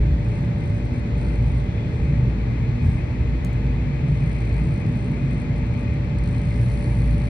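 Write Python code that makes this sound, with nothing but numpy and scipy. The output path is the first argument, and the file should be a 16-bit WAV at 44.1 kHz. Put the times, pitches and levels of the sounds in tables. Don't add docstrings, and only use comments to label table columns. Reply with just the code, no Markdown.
import sys
import numpy as np
from scipy import signal
from scipy.fft import rfft, irfft
from scipy.io import wavfile
from scipy.ndimage import uniform_filter1d

SR = 44100
rng = np.random.default_rng(int(sys.argv[2]) if len(sys.argv) > 2 else 0)


def output_pcm(signal):
    pcm = np.clip(np.atleast_2d(signal).T, -1, 1) * 32767
    wavfile.write(sys.argv[1], SR, np.round(pcm).astype(np.int16))


N = 321489
T = np.arange(N) / SR
HZ = np.fft.rfftfreq(N, 1 / SR)


def amp(db):
    return 10 ** (np.asarray(db) / 20)


def unit(x):
    return x / np.sqrt(np.mean(x ** 2) + 1e-20)


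def curve(rows, column=1):
    rows = np.array(rows)
    return np.interp(T, rows[:, 0], rows[:, column])


def spectrum(points):
    hz, value = np.transpose(points)
    return np.interp(np.log(HZ + 1), np.log(hz + 1), value)


def shaped(x, gain):
    return irfft(rfft(x) * gain, N)


def noise(gain):
    bins = rng.standard_normal(2 * len(HZ)).view(complex)
    return unit(irfft(bins * gain, N))


def drift(rate):
    return noise(np.exp(-(HZ / rate) ** 2) * (HZ > 0))


def hump(moment, length):
    return np.exp(-np.minimum((2 * (T - moment) / length) ** 2, 50))


def steadied(x, seconds):
    power = uniform_filter1d(x ** 2, int(seconds * SR))
    return x / np.sqrt(abs(power) + 1e-9)


def from_right(x):
    lag = 9
    return np.array([np.roll(x, lag), x])


def cabin(spacing_hz=16, ripple_db=1.0):
    # frequency in Hz, half-width to 1/e in Hz, lift in dB.
    body = [(177, 8, 1), (193, 7.7, 2), (245, 11, 2.5), (307.3, 17, 5), (341.7, 15, 4.5), (422.6, 13, 6),
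            (458, 2.9, 5.5), (478, 15, 1.5), (792, 19, 5), (829, 8.7, 4), (867, 6.6, 7), (896, 6.4, 7),
            (940, 16, 5)]
    knots = np.arange(0, SR / 2, spacing_hz)
    ripple = unit(np.interp(HZ, knots, rng.standard_normal(len(knots))))
    ripple = ripple * HZ ** 2 / (HZ ** 2 + 500 ** 2)
    resonances = sum(db * np.exp(-((HZ - hz) / width) ** 2) for hz, width, db in body)
    return amp(ripple_db * ripple + resonances)


def surges(column):
    # centre in seconds, length in seconds,
    # then the change in dB of the floor boom, of the wall drone and of the roar.
    swells_and_lulls = [(0.13, 0.24, 3.5, 3, 0.5), (0.44, 0.29, 1.5, 4, 4), (0.696, 0.086, 1, 6, -0.5),
                        (1.148, 0.22, 1, -1, 4.5), (1.467, .14, 5, 3.5, 2), (1.71, 0.16, 2.5, 2.5, 2),
                        (2.042, 0.24, 6.5, 0, 2.5), (2.235, 0.088, 4, 7, 0), (2.462, .12, -1.5, -2, -2),
                        (2.866, 0.1, 7.5, 3, 3), (3.1, .1, 3.5, -6.5, -4), (3.249, 0.11, 5.5, 0, -0.5),
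                        (3.396, 0.12, 3, -3.5, -1), (3.867, 0.13, -1.5, 2.5, 1), (4.068, 0.12, 5, 6, 3.5),
                        (4.242, 0.095, -1, 8.5, -2), (4.67, .16, 0.5, 7, -0.5), (4.917, 0.11, -4, 6.5, 3),
                        (5.1, 0.049, 1, 0, 5), (5.268, 0.054, -4, 7, -0.5), (5.514, 0.074, 1, 1, 0),
                        (5.726, 0.046, 1.5, 2.5, 4), (5.919, 0.14, 5.5, 2.5, -0.5),
                        (6.194, 0.28, 3.5, 2.5, -1), (6.405, 0.16, 2.5, 2, 4.5), (6.638, 0.2, 1, 1, -1),
                        (7.157, 0.26, -0.5, 3, 3)]
    return sum(row[column] * hump(row[0], row[1]) for row in swells_and_lulls)


def rumble(split_hz=100, roar_hz=175, body_hz=275, boom_db=-29.0, wall_db=-26.5, roar_db=-32.0,
           body_db=-37, side_db=-17):
    # frequency in Hz, relative level in dB per Hz.
    floor_colour = [(15, -42), (30, -21), (47, -8.5), (62, -0.5), (82, -1), (95, -5.5), (112, 1),
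                    (142, -1.5), (168, -8), (215, -14), (245, -13), (268, -21.5), (500, -28), (900, -100)]
    # time in seconds, change of level in dB.
    roar_course = [(0, 0), (.95, -1), (1.3, -0.5), (1.65, -1.5), (2.6, 2.5), (3.3, 0), (4.3, -1.5),
                   (5.1, 3), (5.7, 1), (6.7, 1), (7.29, 0.5)]
    # time in seconds, change of level in dB.
    fittings_course = [(0, 3), (.2, -2), (1.1, -1), (1.3, 0.5), (1.57, -2), (2.05, 0.5), (2.6, -1),
                       (3.9, -1.5), (4.2, -2.5), (4.5, 0), (5.4, -2), (5.7, -2.5), (6.6, -2), (6.8, 0.5),
                       (6.95, -1.5), (7.29, -2)]
    colour = amp(spectrum(floor_colour)) * cabin()
    low, mid, high = (1 / (1 + (HZ / hz) ** 12) for hz in (split_hz, roar_hz, body_hz))
    boom = steadied(noise(colour * np.sqrt(low)), 0.1)
    boom = boom * amp(boom_db + surges(2))
    walls = steadied(noise(colour * np.sqrt((1 - low) * mid)), 0.11)
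    walls = walls * amp(wall_db + surges(3))
    roar = steadied(noise(colour * np.sqrt((1 - mid) * high)), 0.17)
    roar = roar * amp(roar_db + curve(roar_course) + surges(4))
    fittings = steadied(noise(colour * np.sqrt(1 - high)), 0.5)
    fittings = fittings * amp(body_db + curve(fittings_course))
    middle = boom + walls + roar + fittings
    side = noise(colour) * amp(side_db) * np.std(middle)
    return np.array([middle + side, middle - side])


def engine(turns, drone_db=-3, waver_db=1):
    # multiple of the firing rate, relative level in dB.
    order_levels = [(1, 0.5), (1.5, -17), (2, -13)]
    # time in seconds, level in dB before drone_db.
    drone_course = [(0, -12.5), (.25, -26.5), (.47, -34), (.7, -27.5), (.9, -26.5), (1.04, -29.5),
                    (1.27, -19.5), (1.6, -21.5), (1.9, -32), (2.13, -21.5), (2.55, -26), (2.95, -23.5),
                    (3.27, -23), (3.45, -22), (3.63, -20.5), (4, -27.5), (4.22, -20), (4.63, -23),
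                    (4.92, -40.5), (5.2, -28.5), (5.72, -26.5), (6.01, -39), (6.2, -26), (6.8, -23.5),
                    (7.07, -18.5), (7.29, -25.5)]
    orders = sum(amp(db) * np.cos(2 * np.pi * k * turns) for k, db in order_levels)
    return np.sqrt(2) * orders * amp(curve(drone_course) + drone_db + waver_db * drift(3.6))


def tone(hz, waver, lead):
    phase = 2 * np.pi * (np.cumsum(hz + waver * drift(2.82)) / SR + rng.random())
    level = amp(1.5 * drift(6.1))
    return np.sqrt(2) * level * np.sin([phase + lead / 2, phase - lead / 2])


def machinery(whine_hz=578.0, tones_db=2.5):
    # frequency in Hz, level in dB before tones_db.
    fan_tones = [(117.1, -41.5), (247.6, -47), (297.5, -52), (468, -58), (514, -66.5), (592, -61.5),
                 (601.6, -61.5), (682.3, -63), (739, -70), (1109, -71.5), (1568.6, -71)]
    # time in seconds, level in dB, left-right difference in dB, left's lead in radians.
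    whine_course = [(0, -44.5, 0, -1.4), (1.3, -44, -3, -1.8), (2.3, -46.5, -2, -1.7),
                    (2.6, -47.5, 2, -3.5), (3.2, -47, 2, -2.5), (3.45, -46.5, 2, -2),
                    (4.8, -46, -5.5, -1.8), (7.29, -45, -4, -1)]
    hums = sum(amp(db + tones_db) * tone(hz, waver=0.96, lead=rng.normal() * hz / 1200)
               for hz, db in fan_tones)
    level, pan, lead = (curve(whine_course, column=k) for k in range(1, 4))
    whine = tone(whine_hz, waver=0.86, lead=lead)
    return hums + whine * amp(level + np.array([pan, -pan]) / 2)


def air(air_db=-43):
    # frequency in Hz, relative level in dB per Hz.
    air_colour = [(150, -34), (450, -1), (600, -0.5), (860, -2), (1050, -5.5), (1400, -7.5), (2050, -7),
                  (2600, -13.5), (3150, -12.5), (3750, -15.5), (4350, -17.5), (4850, -22), (7000, -25.5),
                  (15000, -59)]
    # frequency in Hz, correlation from -1 to 1 (clipped below).
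    likeness = [(200, 0.37), (450, -0.17), (600, 1), (700, 0.098), (900, -0.16), (1350, -0.17), (1800, 0.7),
                (2300, 0.16), (3000, -0.85), (4200, 0.48), (5500, -0.19), (7200, -1.025), (9000, 0.85)]
    colour, same = amp(spectrum(air_colour)), np.clip(spectrum(likeness), -.99, .99)
    shared, separate = rng.standard_normal((2, N))
    left, right = colour * cabin(), colour * cabin()
    right_air = shaped(shared, right * same) + shaped(separate, right * np.sqrt(1 - same ** 2))
    return unit(np.array([shaped(shared, left), right_air])) * amp(air_db)


def vent(vent_db=2, far_db=-14, lead=0.99, surge_db=1.3):
    # frequency in Hz, width in Hz, relative level in dB (per Hz at the peak).
    duct_modes = [(841, 75, -2), (1150, 280, -6.5), (1690, 55, -4.5), (1920, 150, -3.5), (2082, 73, 3),
                  (2278, 160, 0.5), (2470, 85, 1), (2636, 81, -5.5), (2975, 520, -15.5), (4236, 120, -15)]
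    # time in seconds, level in dB before vent_db.
    draught = [(0, -44.5), (.14, -49), (.3, -45.5), (.8, -47.5), (1.25, -45), (1.45, -46), (2.02, -45),
               (2.2, -44.5), (2.8, -44), (4.15, -44), (4.3, -43), (4.52, -43), (4.65, -43.5), (5.4, -43.5),
               (6.2, -44), (7.29, -43.5)]
    room = cabin()
    rush = np.zeros(N)
    for hz, width, db in duct_modes:
        band = noise(room / (1 + ((HZ - hz) / width) ** 2) ** (3 / 2))
        rush += band * np.sqrt(width) * amp(db + surge_db * drift(16))
    rush = unit(rush) * amp(curve(draught) + vent_db)
    far = amp(far_db) * shaped(rush, np.exp(-1j * lead))
    return np.array([rush, far])


def scrapes(rest_db=-76.0, rise_s=0.042, fall_s=0.083):
    # start in seconds, length in seconds, level in dB, pitch as ratio of the colour.
    strokes = [(0.245, 0.18, -70, .95), (.57, 0.34, -71, 0.93), (1.16, 0.17, -64.5, 0.99),
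               (1.42, .2, -72, 1), (1.85, 0.2, -66, 0.91), (2.805, 0.11, -60, 0.96), (4.1, 0.66, -69.5, 1),
               (4.85, 0.54, -69, 0.96), (6.274, 0.3, -65.5, 0.98)]
    # frequency in Hz, relative level in dB per Hz.
    rub_colour = [(3000, -10.5), (5500, 6), (6900, 0.5), (7300, 2), (7900, 7), (9000, 12), (10100, -5),
                  (10500, -8), (10900, -22.5), (15000, -38)]
    colour = amp(spectrum(rub_colour))
    rub = noise(colour) * amp(rest_db)
    for start, length, db, pitch in strokes:
        rise = np.clip((T - start) / rise_s, 0, 1)
        fall = np.exp(-np.maximum(T - start - length, 0) / fall_s)
        stroke = noise(np.interp(HZ / pitch, HZ, colour))
        rub = rub + stroke * amp(db) * rise * fall
    grain = unit(amp(1.0 * drift(120)))
    return from_right(rub * grain)


def narrow_bursts():
    # centre in seconds, length in seconds, frequency in Hz,
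    # half-width to 1/e in Hz, peak level in dB.
    bursts = [(.105, 0.1, 3510, 150, -58), (.48, .06, 1580, 60, -51), (1.044, .09, 2000, 60, -51),
              (1.25, .2, 1450, 130, -51), (1.77, .3, 3420, 170, -57.5), (2.803, 0.22, 2090, 39.8, -56),
              (2.89, .08, 14830, 160, -75), (2.963, 0.077, 8900, 250, -68), (4.297, 0.13, 2070, 34.4, -53),
              (4.5, .16, 2070, 35, -50)]
    out = np.zeros(N)
    for moment, length, hz, width, db in bursts:
        band = noise(np.exp(-((HZ - hz) / width) ** 2))
        out += band * hump(moment, length) * amp(db)
    return from_right(out)


def thumps_and_resonances(waver_hz=1.595):
    # centre in seconds, length in seconds, frequency at the centre in Hz,
    # glide in Hz per second, peak level in dB.
    swells = [(.12, 0.16, 71.4, -17, -22), (0.42, 0.13, 136, -41.5, -22), (1.15, 0.43, 248, 0.5, -41),
              (1.5, 0.42, 117.2, -0.5, -29.5), (1.6, 1.4, 468.5, 0.5, -52), (2.096, 0.19, 140, 35.5, -24),
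              (2.235, 0.098, 123.1, -50, -19), (2.757, 0.76, 117.2, 0, -28), (2.87, 0.078, 88, 649.5, -16),
              (3.25, 0.1, 62, -52, -24.5), (3.627, 0.22, 130, 30, -25), (3.702, 0.79, 471, 1, -53),
              (3.99, 0.31, 247.6, -2.5, -41.5), (4.114, 0.11, 148.4, 39.5, -23.5),
              (4.26, 0.11, 130, 0, -27), (4.652, 0.12, 134.5, -60.5, -24.5), (5.497, 1.1, 469, -0.5, -49.5),
              (5.199, 1.4, 246.8, -0.5, -41), (6.62, 0.21, 115.2, 55, -20.5),
              (6.96, 0.21, 121.8, 40, -22.5)]
    out, waver = np.zeros(N), waver_hz * drift(3.24)
    for moment, length, hz, glide, db in swells:
        turns = np.cumsum(hz + glide * (T - moment) + waver) / SR + rng.random()
        out += np.sqrt(2) * amp(db) * hump(moment, length) * np.sin(2 * np.pi * turns)
    return out


def rattle(turns, tick_db=-27, spread_db=1.0, jitter_s=.002, chatter_gain=.6, chatter_s=.003,
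           buzz_hz=4300, buzz_width_hz=380):
    # start in seconds, end in seconds, share of cycles that strike,
    # force in dB relative to tick_db.
    spells = [(.24, .46, .93, -2.5), (.555, .7, .7, -1), (.745, .79, .95, -3), (.84, .9, .7, 1.5),
              (.94, 1, .95, -1), (1.16, 1.36, .65, -0.5), (1.42, 1.65, .85, -0.5), (4.08, 4.25, .72, -2.5),
              (4.25, 4.82, .95, 0), (4.85, 5.14, .85, -1), (5.19, 5.25, .6, .5), (5.3, 5.425, .9, 1.5),
              (5.555, 5.595, .95, 0), (5.665, 5.745, .8, -1), (5.775, 5.855, .97, 0), (5.93, 5.95, .97, -1),
              (6.04, 6.06, .97, -3), (6.16, 6.3, .65, 4.5), (6.3, 6.55, .97, 1.5), (6.55, 7.29, .85, 2)]
    # frequency in Hz, gain in dB.
    tick_colour = [(1200, -24), (3000, -9), (4300, -1), (5000, -7), (6200, -6), (7300, -7), (7800, 2),
                   (9100, 0), (10200, -13), (11700, -25), (12800, -30), (16000, -38)]
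    # centre in seconds, length in seconds, gain in dB.
    buzz_spells = [(1.26, .22, 10.5), (4.596, 0.75, 7), (6.797, 1.3, 7)]
    cycles = T[1:][np.diff(np.floor(turns)) > 0]
    chance = rng.random(len(cycles))
    late, size = rng.standard_normal((2, len(cycles)))
    at = np.clip((cycles + jitter_s * late) * SR, 0, N - 1).astype(int)
    blows = np.zeros(N)
    for start, end, share, db in spells:
        strikes = (cycles >= start) & (cycles < end) & (chance < share)
        blows[at[strikes]] = amp(tick_db + db + spread_db * size[strikes])
    keep = np.exp(-1 / (chatter_s * SR))
    chatter = signal.lfilter([np.sqrt(1 - keep ** 2)], [1, -keep], blows) * rng.standard_normal(N)
    buzz = shaped(chatter, np.exp(-((HZ - buzz_hz) / buzz_width_hz) ** 2))
    buzz = buzz * sum(amp(db) * hump(moment, length) for moment, length, db in buzz_spells)
    ticks = shaped(blows + chatter_gain * chatter, amp(spectrum(tick_colour)))
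    return from_right(ticks + buzz)


def clicks(click_db=-35, room_db=-9, room_t60=.13):
    # start in seconds, level in dB relative to click_db, left-right difference in dB,
    # brightness in dB per octave about 9 kHz.
    snaps = [(3.448, 1, 5, 5), (3.4497, -8, 2, -3), (3.471, -19, -3, -3), (3.530, -11, 3, 14),
             (3.5316, -19, -1, 10), (3.5348, -18, -3, 6), (3.640, -22, -3, 29), (3.668, -40, 0, -28),
             (6.6865, -18, -2, -4)]
    # frequency in Hz, relative level in dB, time to fall 60 dB in seconds.
    modes = [(3300, -9, .008), (4430, -5, .008), (5500, -14, .008), (6600, -3, 0.0085), (7375, -4, 0.0081),
             (7900, -10, 0.0082), (8400, -9.5, 0.0088), (9500, -27, 0.22), (10150, -11, 0.0072),
             (12100, -22, .005), (13400, -14, .005), (14800, -24, .007)]
    out = np.zeros((2, N))
    t = T[:SR // 4]
    for moment, db, pan_db, tilt_db in snaps:
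        ring = sum(amp(level + tilt_db * np.log2(hz / 9000) - 60 * t / t60) * np.sin(2 * np.pi * hz * t)
                   for hz, level, t60 in modes)
        echo = rng.standard_normal((2, len(t))) * amp(-60 * t / room_t60)
        echo = echo / np.linalg.norm(echo[0])
        tail = signal.fftconvolve(ring[None], echo, axes=1)[:, :len(t)]
        start = round(moment * SR)
        gains = amp(click_db + db) * amp([[pan_db / 2], [-pan_db / 2]])
        out[:, start:start + len(t)] += (ring + amp(room_db) * tail) * gains
    return out


def scattered(source, share=.25):
    diffuse = np.array([source(), source()])
    return np.sqrt(1 - share) * from_right(source()) + np.sqrt(share) * diffuse


def hiss():
    # time in seconds, level in dB before the edge cuts, edge in Hz.
    hiss_course = [(6.45, -82, 9300), (6.56, -59, 9700), (6.64, -58, 10600), (6.78, -57.5, 10800),
                   (6.88, -58.5, 10700), (7.06, -61, 11200), (7.29, -64, 10900)]
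    # frequency in Hz, relative level in dB per Hz.
    hiss_colour = [(3000, -16), (5400, 0), (6600, -3), (8300, -1), (9500, 2), (11000, 3)]
    rub = noise(amp(spectrum(hiss_colour)) * (HZ < 11500))
    hz, t, frames = signal.stft(rub, SR, nperseg=512)
    edge = np.interp(t, T, curve(hiss_course, column=2))
    frames = frames / (1 + (hz[:, None] / edge) ** 80)
    edged = signal.istft(frames, SR, nperseg=512)[1][:N]
    return edged * amp(curve(hiss_course)) * (T > hiss_course[0][0])


def scene(firing_hz=56.1, wander_hz=.04):
    turns = np.cumsum(firing_hz + wander_hz * drift(0.9)) / SR
    steady = rumble() + engine(turns) + machinery() + air() + vent()
    passing = scrapes() + narrow_bursts() + thumps_and_resonances() + rattle(turns) + clicks()
    return steady + passing + scattered(hiss)


def record(dry, fade_s=.005, edge_hz=15500):
    faded = dry * signal.windows.tukey(N, 2 * fade_s * SR / N)
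    lowpass = signal.firwin(511, edge_hz, window=("kaiser", 9), fs=SR)
    return signal.oaconvolve(faded, lowpass[None], "same")


dry = scene()
out = record(dry)
output_pcm(out)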